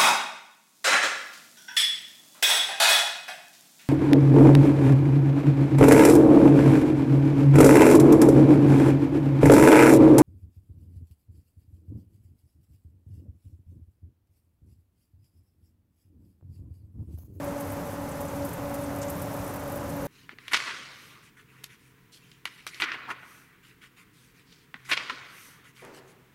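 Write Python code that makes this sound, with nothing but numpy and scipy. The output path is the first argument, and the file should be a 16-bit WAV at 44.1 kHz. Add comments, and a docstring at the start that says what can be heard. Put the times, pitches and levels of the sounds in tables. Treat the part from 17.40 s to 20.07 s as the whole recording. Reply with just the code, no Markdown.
"""Liquid nitrogen boiling in a can

Nitrogen boils in a thin drink can close to a phone: drops flash to gas in short bright spits over
a fine fizz. A ventilation fan fills the room with air rush, a blade tone and its overtones.
Behind them are a low room rumble and two faint whines."""
import sys
import numpy as np
from scipy import signal
from scipy.fft import rfft, irfft
from scipy.io import wavfile
from scipy.ndimage import uniform_filter1d

SR = 44100
rng = np.random.default_rng(int(sys.argv[2]) if len(sys.argv) > 2 else 0)


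def generate_wav(signal):
    """Clip the signal to [-1, 1] and save it as 16-bit WAV at the path in sys.argv[1]."""
    frames = np.transpose(np.atleast_2d(signal))
    scaled = np.clip(frames, -1, 1) * 32767
    pcm = np.round(scaled).astype(np.int16)
    wavfile.write(sys.argv[1], SR, pcm)


N = 117747


def spit(peak_db, centre_hz, hold_ms, half_width_oct):
    """One drop flashing to gas: grainy noise that holds, dies fast and leaves a softer sizzle."""
    rise_ms, burst_t60_s, tail_t60_s, tail_db = 2.5, .045, .13, -8
    grain_db, grain_samples = 3, 20  # uneven droplets within the spit
    n = SR // 8
    t = np.arange(n) / SR
    decay_s = np.maximum(t - hold_ms / 1000, 0)
    envelope = undb(-60 * decay_s / burst_t60_s) + undb(tail_db - 60 * decay_s / tail_t60_s)
    envelope *= np.minimum(t * 1000 / rise_ms, 1)
    grains = undb(grain_db * np.repeat(rng.standard_normal(n // grain_samples + 1), grain_samples)[:n])
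    hz = np.arange(n // 2 + 1) * SR / n + 1
    band = 1 / (1 + (np.log2(hz / centre_hz) / half_width_oct) ** 2)
    burst = irfft(rfft(rng.standard_normal(n) * grains) * band, n) * envelope
    return burst * undb(peak_db) / np.abs(burst).max()


def boil():
    """Boiling nitrogen: distinct spits among many small random ones."""
    # distinct spits: start_s, peak_db, centre_hz, hold_ms, half_width_oct
    spits = [(0.0413, -33, 12800, 4.5, 0.69), (0.0844, -42, 8060, 4.5, 0.35),
             (0.2045, -30, 12200, 4.5, 0.66), (0.2433, -40, 12700, 4.5, 0.35),
             (0.2694, -38, 10800, 4.5, 0.35), (0.298, -36.5, 9100, 4.5, 0.22),
             (0.3155, -33.5, 12500, 5, 0.38), (0.6892, -36, 11000, 4.5, 0.35),
             (0.7124, -37.5, 7900, 4.9, 0.25), (0.7494, -40, 11000, 4.5, 0.35),
             (0.804, -31, 12300, 12, 0.6), (0.8494, -39, 10700, 4.5, 0.35), (0.88, -38.5, 7100, 5, 0.25),
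             (1.021, -42, 5000, 3, 0.22), (1.047, -27.5, 12000, 5.5, 0.54), (1.0624, -38, 14400, 4.5, 0.35),
             (1.088, -31, 13000, 4.5, 0.5), (1.104, -35.5, 12600, 2, 0.35), (1.131, -32, 12800, 4.5, 0.5),
             (1.3394, -27.5, 14400, 3.7, 1), (1.379, -38, 11000, 4.5, 0.5), (1.408, -38, 10300, 5, 0.3),
             (1.436, -36, 8800, 4, 0.2), (1.461, -42, 6200, 4, 0.17), (1.5579, -36.5, 10800, 4.5, 0.35),
             (1.5844, -34, 13200, 4.5, 0.35), (1.6155, -32, 6900, 3.3, 0.3),
             (1.6272, -31.5, 6900, 2.5, 0.37), (1.6275, -39.5, 3200, 1.5, 0.47),
             (1.68, -35.5, 7170, 4.2, 0.28), (1.6965, -25.5, 12400, 5.5, 0.6),
             (1.7204, -34, 12700, 4.5, 0.44), (1.7624, -36, 14000, 4.5, 0.35),
             (1.7755, -37, 12800, 4.5, 0.35), (1.8155, -28.5, 11500, 9, 0.5),
             (1.936, -35, 12400, 4.1, 0.35), (1.9645, -32, 12800, 4.5, 0.35), (2.041, -34, 12800, 3.7, 0.4),
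             (2.063, -39, 9000, 4, 0.3), (2.0755, -34.5, 10800, 5, 0.4), (2.092, -38, 9300, 8, 0.3),
             (2.136, -29.5, 13000, 4.5, 0.38), (2.158, -35, 12300, 9, 0.45), (2.278, -34, 13000, 1.5, 0.35),
             (2.295, -32, 12300, 2.8, 0.61), (2.3175, -32.5, 13000, 5.5, 0.49),
             (2.357, -30, 13500, 4.5, 0.35), (2.491, -36.5, 10800, 4.5, 0.39),
             (2.5631, -34, 14300, 4.5, 0.35), (2.6494, -35, 12900, 4.5, 0.31)]
    small_per_s, small_hold_ms, small_half_width_oct = 61, 2.7, .51
    small_spits = []
    for _ in range(int(small_per_s * N / SR)):
        start_s = rng.uniform(0, N / SR)
        peak_db = rng.uniform(-45, -40)
        centre_hz = rng.uniform(7810, 14300)
        small_spits.append((start_s, peak_db, centre_hz, small_hold_ms, small_half_width_oct))
    out = np.zeros(N + SR)
    for start_s, *settings in list(spits) + small_spits:
        burst = spit(*settings)
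        start = int(start_s * SR)
        out[start:start + len(burst)] += burst
    return out[:N]


def fizz():
    """Fine fizz of the boil: bright noise with a slight flicker."""
    # fizz spectrum: freq_hz, relative_density_db
    spectrum = [(2000, -6), (4000, -8), (6000, -1), (9000, -7.5), (12500, -2.5), (14500, -6), (15700, -7)]
    level_db, flicker_db = -52, .5
    return coloured_noise(spectrum) * undb(level_db - flicker_db * wander(rate_hz=12.05))


def fan_blades():
    """Blade-pass tone and two overtones; unequal blades throb once a turn."""
    # blade tones: harmonic, base_rms_db, waver_db
    tones = [(1, -41, 1.5), (2, -42.5, 0.5), (3, -53.5, 3)]
    # swell of harmonic 1: time_s, gain_db
    first_swell = [(0, 1), (.4, 1), (.5, -6), (.6, 1), (.75, -4.5), (.95, 2), (1.05, 2.5), (1.14, -6.5),
                   (1.25, 1), (1.9, 1.5), (2.2, -2.5), (2.5, 0), (2.56, 3), (2.67, 0.5)]
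    # swell of harmonic 2: time_s, gain_db
    second_swell = [(0, -1), (.1, 6.5), (.28, -1.5), (.38, 3), (.52, -5), (.6, 4), (.73, -9), (.8, 6),
                    (.93, -2), (1.05, 9), (1.15, -19), (1.25, 3), (1.37, 2.5), (1.45, 2), (1.65, 3.5),
                    (1.8, 0), (2.05, -2), (2.2, -10), (2.26, 4.5), (2.31, -3), (2.37, 2.5), (2.5, 1),
                    (2.56, -5), (2.67, 3.5)]
    blade_pass_hz, drift_fraction, blade_count, throb_depth = 283.35, .0008, 12, .26
    pitch_hz = blade_pass_hz * (1 + drift_fraction * wander(rate_hz=2.99))
    phase = 2 * np.pi * np.cumsum(pitch_hz) / SR
    throb = 1 + throb_depth * np.cos(phase / blade_count)
    swell = {1: gain_curve(first_swell), 2: gain_curve(second_swell)}
    out = np.zeros(N)
    for harmonic, base_rms_db, waver_db in tones:
        rms = undb(base_rms_db + waver_db * wander(rate_hz=20)) * swell.get(harmonic, 1)
        out += np.sqrt(2) * rms * throb * np.sin(harmonic * phase + 2 * np.pi * rng.random())
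    return out


def fan_rush():
    """Air moved by the fan: broad, nearly steady noise."""
    # rush spectrum: freq_hz, relative_density_db
    spectrum = [(60, -17), (150, -12.5), (240, -4.5), (300, -8.5), (400, -11.5), (460, -7), (490, -9.5),
                (545, -2.5), (600, -2), (660, -12.5), (720, -8.5), (900, -9.5), (1400, -15.5),
                (2200, -23.5), (3200, -32), (6000, -43.5)]
    # rush level: time_s, rms_db
    levels = [(0, -37), (.5, -37.5), (1, -37), (1.5, -36.5), (2, -36.5), (2.67, -37)]
    return coloured_noise(spectrum) * gain_curve(levels)


def room_rumble():
    """Low, gently swelling noise with a room resonance."""
    # rumble spectrum: freq_hz, relative_density_db
    spectrum = [(20, -31), (35, -21), (55, -8.5), (85, -0.5), (97, -2), (106, 3.5), (118, -3.5), (170, -1),
                (230, -18.5), (400, -36.5)]
    # rumble level: time_s, rms_db
    levels = [(0, -41), (.6, -40), (1.2, -39), (1.5, -40.5), (1.85, -37.5), (2.07, -37), (2.17, -41),
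              (2.4, -40), (2.55, -38.5), (2.67, -38)]
    return coloured_noise(spectrum) * gain_curve(levels)


def whines():
    """Two faint steady tones."""
    # whines: pitch_hz, rms_db
    tones = [(2024.4, -69), (3643.5, -74)]
    t = np.arange(N) / SR
    return sum(np.sqrt(2) * undb(rms_db) * np.sin(2 * np.pi * hz * t) for hz, rms_db in tones)


def undb(db):
    """Decibels to gain."""
    return 10 ** (np.asarray(db) / 20)


def gain_curve(points):
    """Gain per sample through (time_s, level_db) points."""
    time_s, level_db = np.array(points).T
    return undb(np.interp(np.arange(N) / SR, time_s, level_db))


def coloured_noise(spectrum):
    """Unit-rms noise shaped through (freq_hz, relative_density_db) points."""
    freq_hz, density_db = np.array(spectrum).T
    bin_hz = np.arange(N // 2 + 1) * SR / N + 1
    gain = undb(np.interp(np.log(bin_hz), np.log(freq_hz), density_db))
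    noise = irfft(rfft(rng.standard_normal(N)) * gain, N)
    return noise / np.sqrt(np.mean(noise ** 2))


def wander(rate_hz):
    """Random steps smoothed twice; zero mean, unit spread."""
    hold = int(SR / rate_hz)
    steps = np.repeat(rng.standard_normal(N // hold + 1), hold)
    smooth = uniform_filter1d(uniform_filter1d(steps, hold), hold)[:N]
    return (smooth - smooth.mean()) / smooth.std()


def scene():
    """Can, fan and room in mono."""
    return (boil() + fizz() + fan_blades() + fan_rush() + room_rumble() + whines())[None]


def record(dry):
    """Phone microphone: the highest treble droops, then is cut off."""
    droop_from_hz, cutoff_hz, droop_db = 14700, 15740, -10
    hz = np.arange(N // 2 + 1) * SR / N
    droop = undb(np.interp(hz, [droop_from_hz, cutoff_hz], [0, droop_db]))
    lowpass = signal.ellip(14, .2, 80, cutoff_hz, fs=SR, output="sos")
    return signal.sosfilt(lowpass, irfft(rfft(dry) * droop, N))


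dry = scene()
out = record(dry)
generate_wav(out)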